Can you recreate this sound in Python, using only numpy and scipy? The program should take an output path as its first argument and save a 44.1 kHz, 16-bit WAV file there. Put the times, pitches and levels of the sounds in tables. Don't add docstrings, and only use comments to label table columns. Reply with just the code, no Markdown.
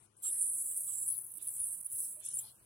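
import sys
import numpy as np
from scipy import signal
from scipy.fft import rfft, irfft, next_fast_len
from scipy.io import wavfile
from scipy.ndimage import uniform_filter1d, map_coordinates

SR = 44100
rng = np.random.default_rng(int(sys.argv[2]) if len(sys.argv) > 2 else 0)


def materialize(psi):
    bounded = np.clip(np.atleast_2d(psi).T, -1, 1)
    quanta = np.round(bounded * 32767).astype(np.int16)
    wavfile.write(sys.argv[1], SR, quanta)


def invert_db(x):
    u = np.asarray(x, float) / 20
    return 10 ** u


N = 116865
T = np.arange(N) / SR


def unit(x):
    return x / np.sqrt(np.mean(x ** 2) + 1e-20)


def along(points, hz):
    f, v = np.transpose(points)
    return np.interp(np.log(hz + 1), np.log(f + 1), v)


def wobble(rate):
    return map_coordinates(rng.standard_normal(N // 100), [T * rate])


def filtered(x, response):
    m = next_fast_len(N + 8192)
    return irfft(rfft(x, m) * response(np.fft.rfftfreq(m, 1 / SR)), m)[..., :N]


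def coloured(x, points):
    return unit(filtered(x, lambda hz: invert_db(along(points, hz))))


def resonance(x, hz, width_hz):
    return unit(filtered(x, lambda f: 1j * f * width_hz / (hz * hz - f * f + 1j * f * width_hz)))


def window(start, length, edge):
    return np.clip(np.minimum(T - start + edge / 2, start + length + edge / 2 - T) / edge, 0, 1)


def clicks(rate, scatter_db):
    chance, sign = rng.random((2, N)), rng.standard_normal((2, N))
    size = invert_db(scatter_db * rng.standard_normal((2, N)))
    return unit((chance < rate / SR) * sign * size)


def spread(pair, alike):
    turn = lambda hz: np.arccos(np.clip(along(alike, hz), -1, 1)) / 2
    mid, side = filtered(pair, lambda hz: np.array([np.cos(turn(hz)), np.sin(turn(hz))]))
    return np.array([mid + side, mid - side])


def panned(x, pan_db):
    return x * invert_db(np.array([[0.5], [-0.5]]) * pan_db)


def leaning(x, pan_points):
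    return filtered(x, lambda hz: panned(1, along(pan_points, hz)))


def room():
    # frequency in Hz, level in dB per Hz.
    air_colour = [(13, -87), (22, -14), (113, -6), (251, -11.5), (1290, -16.5), (2150, -23), (3400, -21),
                  (4760, -23), (7000, -17.5), (9100, -65), (15400, -120)]
    # pitch in Hz, width in Hz, level in dB.
    hum_bands = [(106, 8, -79.5), (124.65, 2.3, -80), (208.3, 4.4, -83.5), (350, 40, -82.5)]
    # frequency in Hz, left-right likeness from 0 to 1.
    air_alike = [(25, 0), (60, 0.94), (130, 0.89), (290, 0.74), (640, 0), (1400, 0)]
    # frequency in Hz, left over right in dB.
    air_pan = [(25, -14), (60, 7), (200, 1.5), (380, 10), (2400, 14.5), (6000, -2.5)]
    air_db, swell_db, hum_waver_db = -73, 1, 2.5
    hush_db = -4 * window(0.07, 0.09, 0.13)
    air = coloured(rng.standard_normal((2, N)), air_colour)
    sound = air * invert_db(air_db + swell_db * wobble(6.99) + hush_db)
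    for hz, width, db in hum_bands:
        hum = resonance(rng.standard_normal((2, N)), hz, width)
        sound = sound + invert_db(db + hum_waver_db * wobble(7.02)) * hum
    return leaning(spread(sound, air_alike), air_pan)


def paper():
    # start in seconds, length in seconds, centre in Hz, level in dB.
    rustles = [(0.235, 0.08, 3400, -58.5), (0.223, 0.057, 3950, -66), (0.29, 0.093, 5940, -62),
               (0.696, 0.058, 3070, -70.5), (0.3, 0.11, 1920, -72.5), (0.863, 0.094, 3500, -68),
               (1.097, 0.081, 4800, -65), (1.376, 0.062, 3470, -67), (1.426, 0.095, 3260, -72.5),
               (1.447, 0.066, 1400, -80), (1.558, 0.12, 3400, -72.5), (1.874, 0.091, 3000, -73),
               (1.939, 0.16, 6060, -63), (2.192, 0.15, 3570, -62), (2.22, 0.2, 6730, -55),
               (2.344, 0.095, 3650, -65), (2.426, 0.099, 4130, -62), (2.409, 0.091, 920, -73)]
    crinkles_per_s, relative_width, edge_s = 1300, 0.52, 0.045
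    flutter_db, pan_db = 1.5, 5
    grains = clicks(crinkles_per_s, 2.3) + 4 * rng.standard_normal((2, N))
    strokes = np.zeros((2, N))
    for start, length, hz, db in rustles:
        width = relative_width * hz
        band = resonance(resonance(grains, hz, width), hz, width)
        strokes += invert_db(db) * window(start, length, edge_s) ** 2 * band
    return panned(strokes * invert_db(flutter_db * wobble(39.95)), pan_db)


def taps():
    # start in seconds, pitch in Hz, level in dB, time to fade by 60 dB in seconds.
    contacts = [(0.247, 1265, -55.5, 0.074), (0.284, 350, -56.5, 0.065), (.31, 608, -60, 0.11),
                (.8, 608, -66.5, 0.15), (.88, 1182, -65, 0.16), (0.998, 350, -69.5, 0.44),
                (1.1, 630, -63, 0.14), (1.18, 893, -70.5, 0.15), (1.605, 59, -55.5, 0.2),
                (2.165, 616, -60.5, 0.2), (2.439, 878, -60.5, 0.085), (1.37, 315, -64.5, 0.12),
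                (1.13, 93, -65, 0.1), (1.555, 122, -61.5, 0.13), (1.93, 101.3, -55, .12),
                (2.61, 72, -66, 0.13)]
    rise_s, waver_radians, tap_pan_db, thump_pan_db = 0.0044, 1.3, 9, -12
    sound = np.zeros((2, N))
    for start, hz, db, t60 in contacts:
        age = np.clip(T - start, 0, None)
        is_tap = hz > 100
        waver = waver_radians * wobble(hz / 25) * is_tap
        tone = np.sin(2 * np.pi * hz * age + waver)
        swell = (1 - np.exp(-age / rise_s)) * invert_db(db - 60 * age / t60)
        sound += panned(swell * tone, tap_pan_db if is_tap else thump_pan_db)
    return sound


def corona():
    # start in seconds, length in seconds, level in dB, left over right in dB.
    sizzles = [
        (-.01, 0.073, -70.5, 14.5),
        (.0, 0.28, -81.5, 12),
        (0.167, 0.054, -63, 5),
    ]
    # frequency in Hz, level in dB.
    sizzle_colour = [(6000, -41), (7500, -9.5), (9200, 1.5), (10500, -2.5), (12000, -20), (12800, -18),
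                     (15500, -32)]
    edges_s = (.03, .02, .004)
    crackle = rng.standard_normal((2, N)) + 0.26 * clicks(620, 4.1)
    sizzle = coloured(crackle, sizzle_colour)
    sound = np.zeros((2, N))
    for (start, length, db, pan), edge in zip(sizzles, edges_s):
        sound += invert_db(db) * window(start, length, edge) * panned(sizzle, pan)
    return sound


def spark_stream():
    sparks_per_s, scatter_db, smooth_share = 4000, 1, 0.75
    crackly = 0.23 * window(0.93, 0.82, 0.022)
    share = np.clip(smooth_share - crackly, 0, 1)
    sparks = np.sqrt(1 - share) * clicks(sparks_per_s, scatter_db)
    return sparks + np.sqrt(share) * rng.standard_normal((2, N))


def stutter(relight_db):
    # start in seconds, length in seconds, change in dB.
    dropouts = [(1.155, 0.012, -0.5), (1.229, 0.0068, -3), (1.258, 0.0078, -5), (1.288, 0.0047, 0),
                (1.327, 0.01, -6), (1.344, 0.0062, -6), (1.292, 0.028, -3), (1.388, 0.023, -9.5),
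                (1.408, 0.008, -2.5), (1.475, 0.0061, 0), (1.761, 0.043, -6.5), (1.815, 0.029, -11),
                (1.839, 0.029, -7.5), (2.026, .012, 1), (2.22, 0.031, -8.5), (2.27, 0.015, -8.5),
                (2.302, 0.042, -7), (2.296, .006, -11), (2.367, 0.017, -5)]
    # changes per second, depth in dB.
    flicker = [(35, .4), (90, .9)]
    level_db = relight_db
    for start, length, depth in dropouts:
        level_db = level_db + depth * window(start, length, .007)
    for rate, depth in flicker:
        level_db = level_db + depth * wobble(rate)
    return level_db


def ringing(sparks, shade_db):
    # pitch in Hz, width in Hz, level in dB.
    rings = [(8035, 830, -5.5), (8640, 470, -6), (8970, 217, -5), (9750, 670, -0.5), (10200, 300, -2.5),
             (10850, 470, -3), (10870, 1100, -9.5)]
    # frequency in Hz, level in dB.
    skirt = [(5000, -41), (6500, -7), (7250, -8.5), (7550, -5.5), (11500, 0.5), (11800, -15), (13000, -42)]
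    tilt_hz, tilt_span_hz, drift_db, drift_rate = 9870, 1390, 2, 18
    ring = np.zeros((2, N))
    for k, (hz, width, db) in enumerate(rings):
        lowness = np.clip((tilt_hz - hz) / tilt_span_hz, 0, 1)
        level_db = db + lowness * shade_db + drift_db * wobble(drift_rate)
        ring += (-1) ** k * invert_db(level_db) * resonance(sparks, hz, width)
    ring = coloured(ring, skirt)
    power = uniform_filter1d(np.mean(ring ** 2, axis=0), size=2600)
    return ring / np.sqrt(np.abs(power) + 1e-9)


def thin_hiss(sparks, stutter_db, top_db):
    # frequency in Hz, level in dB.
    hiss_colour = [(5000, -41.5), (6800, -14), (8000, -39), (11600, 2), (11950, -5.5), (12400, -1),
                   (13500, -3.5), (15500, -8)]
    # start in seconds, length in seconds, change in dB.
    top_gaps = [
        (2.145, .09, -7),
        (2.268, .05, -14),
    ]
    level_db = top_db + stutter_db
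    for start, length, depth in top_gaps:
        level_db = level_db + depth * window(start, length, .02)
    return invert_db(level_db) * coloured(sparks, hiss_colour)


def snaps(ring):
    # time in seconds, peak in dB.
    strong_snaps = [(0.412, -23), (0.6579, -27), (0.7637, -26), (0.8064, -26), (0.9554, -25), (0.9844, -27),
                    (1.0146, -27), (1.064, -28), (1.08, -23), (1.0884, -25), (1.1024, -23), (1.1693, -32),
                    (1.1787, -29), (1.2114, -32), (1.2476, -35), (1.2644, -35), (1.3179, -36),
                    (1.3394, -35), (1.3718, -34), (1.4272, -32), (1.4714, -29), (1.4756, -24),
                    (1.4854, -26), (1.5044, -29), (1.5399, -31), (1.5648, -28), (1.6023, -27),
                    (1.7868, -35), (1.8278, -35), (1.8477, -31), (1.9006, -33), (2.0034, -25),
                    (2.1999, -40), (2.2508, -31), (2.2613, -27), (2.2867, -30), (2.3004, -36),
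                    (2.3144, -36), (2.3361, -29), (2.3725, -28)]
    rise_s, t60_s, trim_db = .0012, .02, -7
    sound = np.zeros((2, N))
    for time, db in strong_snaps:
        span = slice(round((time - rise_s) * SR), round((time + t60_s) * SR))
        age = T[span] - T[span][0]
        snap = (1 - np.exp(-age / rise_s)) * invert_db(-60 * age / t60_s) * ring[:, span]
        sound[:, span] += invert_db(db + trim_db) * snap / np.abs(snap[0]).max()
    return sound


def whistles():
    # start in seconds, length in seconds, pitch in Hz, level in dB.
    locked_tones = [(0.222, 0.024, 9500, -49.5), (0.237, 0.055, 7630, -38), (0.324, 0.015, 10170, -36),
                    (0.385, 0.088, 9190, -37.5), (0.428, 0.019, 10200, -40), (0.466, 0.043, 9900, -43),
                    (0.601, 0.022, 10200, -41.5), (0.772, 0.02, 10270, -38), (0.946, 0.061, 7640, -47),
                    (1.022, 0.041, 7760, -47), (1.074, 0.023, 9300, -36), (1.101, 0.042, 10170, -38),
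                    (1.183, 0.0099, 9900, -39), (1.47, 0.026, 9460, -39.5), (1.58, 0.046, 9640, -44),
                    (1.614, 0.037, 9180, -38.5), (1.649, 0.062, 8560, -46.5), (1.57, 0.052, 10280, -52),
                    (1.716, 0.029, 8720, -43.5), (1.852, 0.01, 10170, -40.5), (1.86, 0.0082, 9750, -38.5),
                    (1.957, 0.093, 9750, -48.5), (1.931, 0.17, 10620, -47.5), (0.664, 0.047, 7910, -48.5),
                    (0.875, 0.066, 7850, -45), (1.02, 0.016, 9860, -38), (2.24, 0.0053, 9400, -58),
                    (2.273, 0.0049, 9450, -49), (2.337, 0.027, 9200, -40), (2.369, 0.0071, 9350, -33.5),
                    (2.38, 0.022, 7580, -40)]
    width_hz, edge_s = 130, .004
    sound = np.zeros((2, N))
    for start, length, hz, db in locked_tones:
        narrow = resonance(rng.standard_normal((2, N)), hz, width_hz)
        tone = resonance(narrow, hz, 3 * width_hz)
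        gate = window(start, length, edge_s)
        even = np.sqrt(gate.sum() / np.sum(gate * tone[0] ** 2))
        sound += invert_db(db) * gate * tone * even
    return sound


def arc():
    # time in seconds, strength in dB, thin top hiss in dB, left over right in dB,
    # low resonances in dB.
    strength = [(0.23, -44, 2.5, -4, 14), (0.249, -38, -13, -1.5, 7), (0.44, -35, -18, -4.5, -3.5),
                (0.75, -40, -5, -2.5, 4.5), (0.99, -41, -9.5, -5, 2), (1.111, -40, -6.5, 1, -4.5),
                (1.24, -48.5, -2, 1.5, -6.5), (1.37, -48.5, -3, -12, -12), (1.49, -44.5, -5, -3, 0),
                (1.53, -44.5, 0, -1.5, 4.5), (1.61, -39.5, -14, -3, -5), (1.781, -42, -6.5, -8, -6),
                (2.02, -38.5, -5, -3, 0), (2.22, -53.5, -4.5, -7.5, 1), (2.25, -40.5, -14, -3, 4),
                (2.391, -40.5, -7, -0.5, -2), (2.57, -69, -4, -3, 2.5), (2.65, -65.5, -5, -1, -5)]
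    # time in seconds, level in dB.
    relight = [
        (1.866, 0),
        (1.874, -12),
        (1.89, -12),
        (1.925, -2),
        (1.96, 0),
    ]
    # frequency in Hz, left-right likeness from 0 to 1.
    arc_alike = [(6000, 0.46), (7700, 0.32), (10000, 0.81), (15000, 0.6)]
    # frequency in Hz, left over right in dB.
    arc_lean = [(6000, 1.5), (7600, -6), (8600, -3), (10500, 6), (15000, 1)]
    strike_s, strike_rise_s = 0.213, 0.026
    times, *columns = np.transpose(strength)
    db, top_db, pan_db, low_db = [np.interp(T, times, column) for column in columns]
    relight_db = np.interp(T, *np.transpose(relight))
    stutter_db = stutter(relight_db)
    sparks = spark_stream()
    ring = ringing(sparks, low_db + .5 * relight_db)
    hiss = thin_hiss(sparks, stutter_db, top_db)
    lit = np.clip((T - strike_s) / strike_rise_s, 0, 1) ** 2 * invert_db(db)
    sound = lit * (invert_db(stutter_db) * ring + hiss) + snaps(ring) + whistles()
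    return panned(leaning(spread(sound, arc_alike), arc_lean), pan_db)


def holed(x):
    # frequency in Hz, share of the time it is silent from 0 to 1.
    silent_share = [(300, .06), (1400, .1), (2200, .38), (4900, .48), (7150, .42), (7500, .03),
                    (11500, .02), (11950, .5), (12500, .12), (15500, .18)]
    hole_db, patch_db = -40, 2.5
    hz, _, z = signal.stft(x, SR, nperseg=1024)

    def smooth(v, bins, frames):
        return unit(uniform_filter1d(uniform_filter1d(v, bins, axis=1), frames, axis=2))

    blocks = rng.standard_normal(z.shape)[:, np.arange(len(hz)) // 5][:, :, np.arange(z.shape[2]) // 2]
    field = smooth(blocks + blocks.sum(axis=0), 1, 4)
    patch = smooth(rng.standard_normal(z.shape), 7, 3)
    share = along(silent_share, hz)[:, None]
    empty = 1.7 * field > np.log(1 / share - 1)
    gain_db = hole_db * empty + patch_db * patch * np.sqrt(share)
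    return signal.istft(z * invert_db(gain_db), SR, nperseg=1024)[1][:, :N]


def scene():
    return room() + paper() + taps() + corona() + arc()


def band_limit(x):
    return signal.sosfilt(signal.butter(12, 15970, fs=SR, output="sos"), x)


def record(dry):
    limited = filtered(dry, lambda hz: hz < 15830)
    return band_limit(holed(limited))


dry = scene()
out = record(dry)
materialize(out)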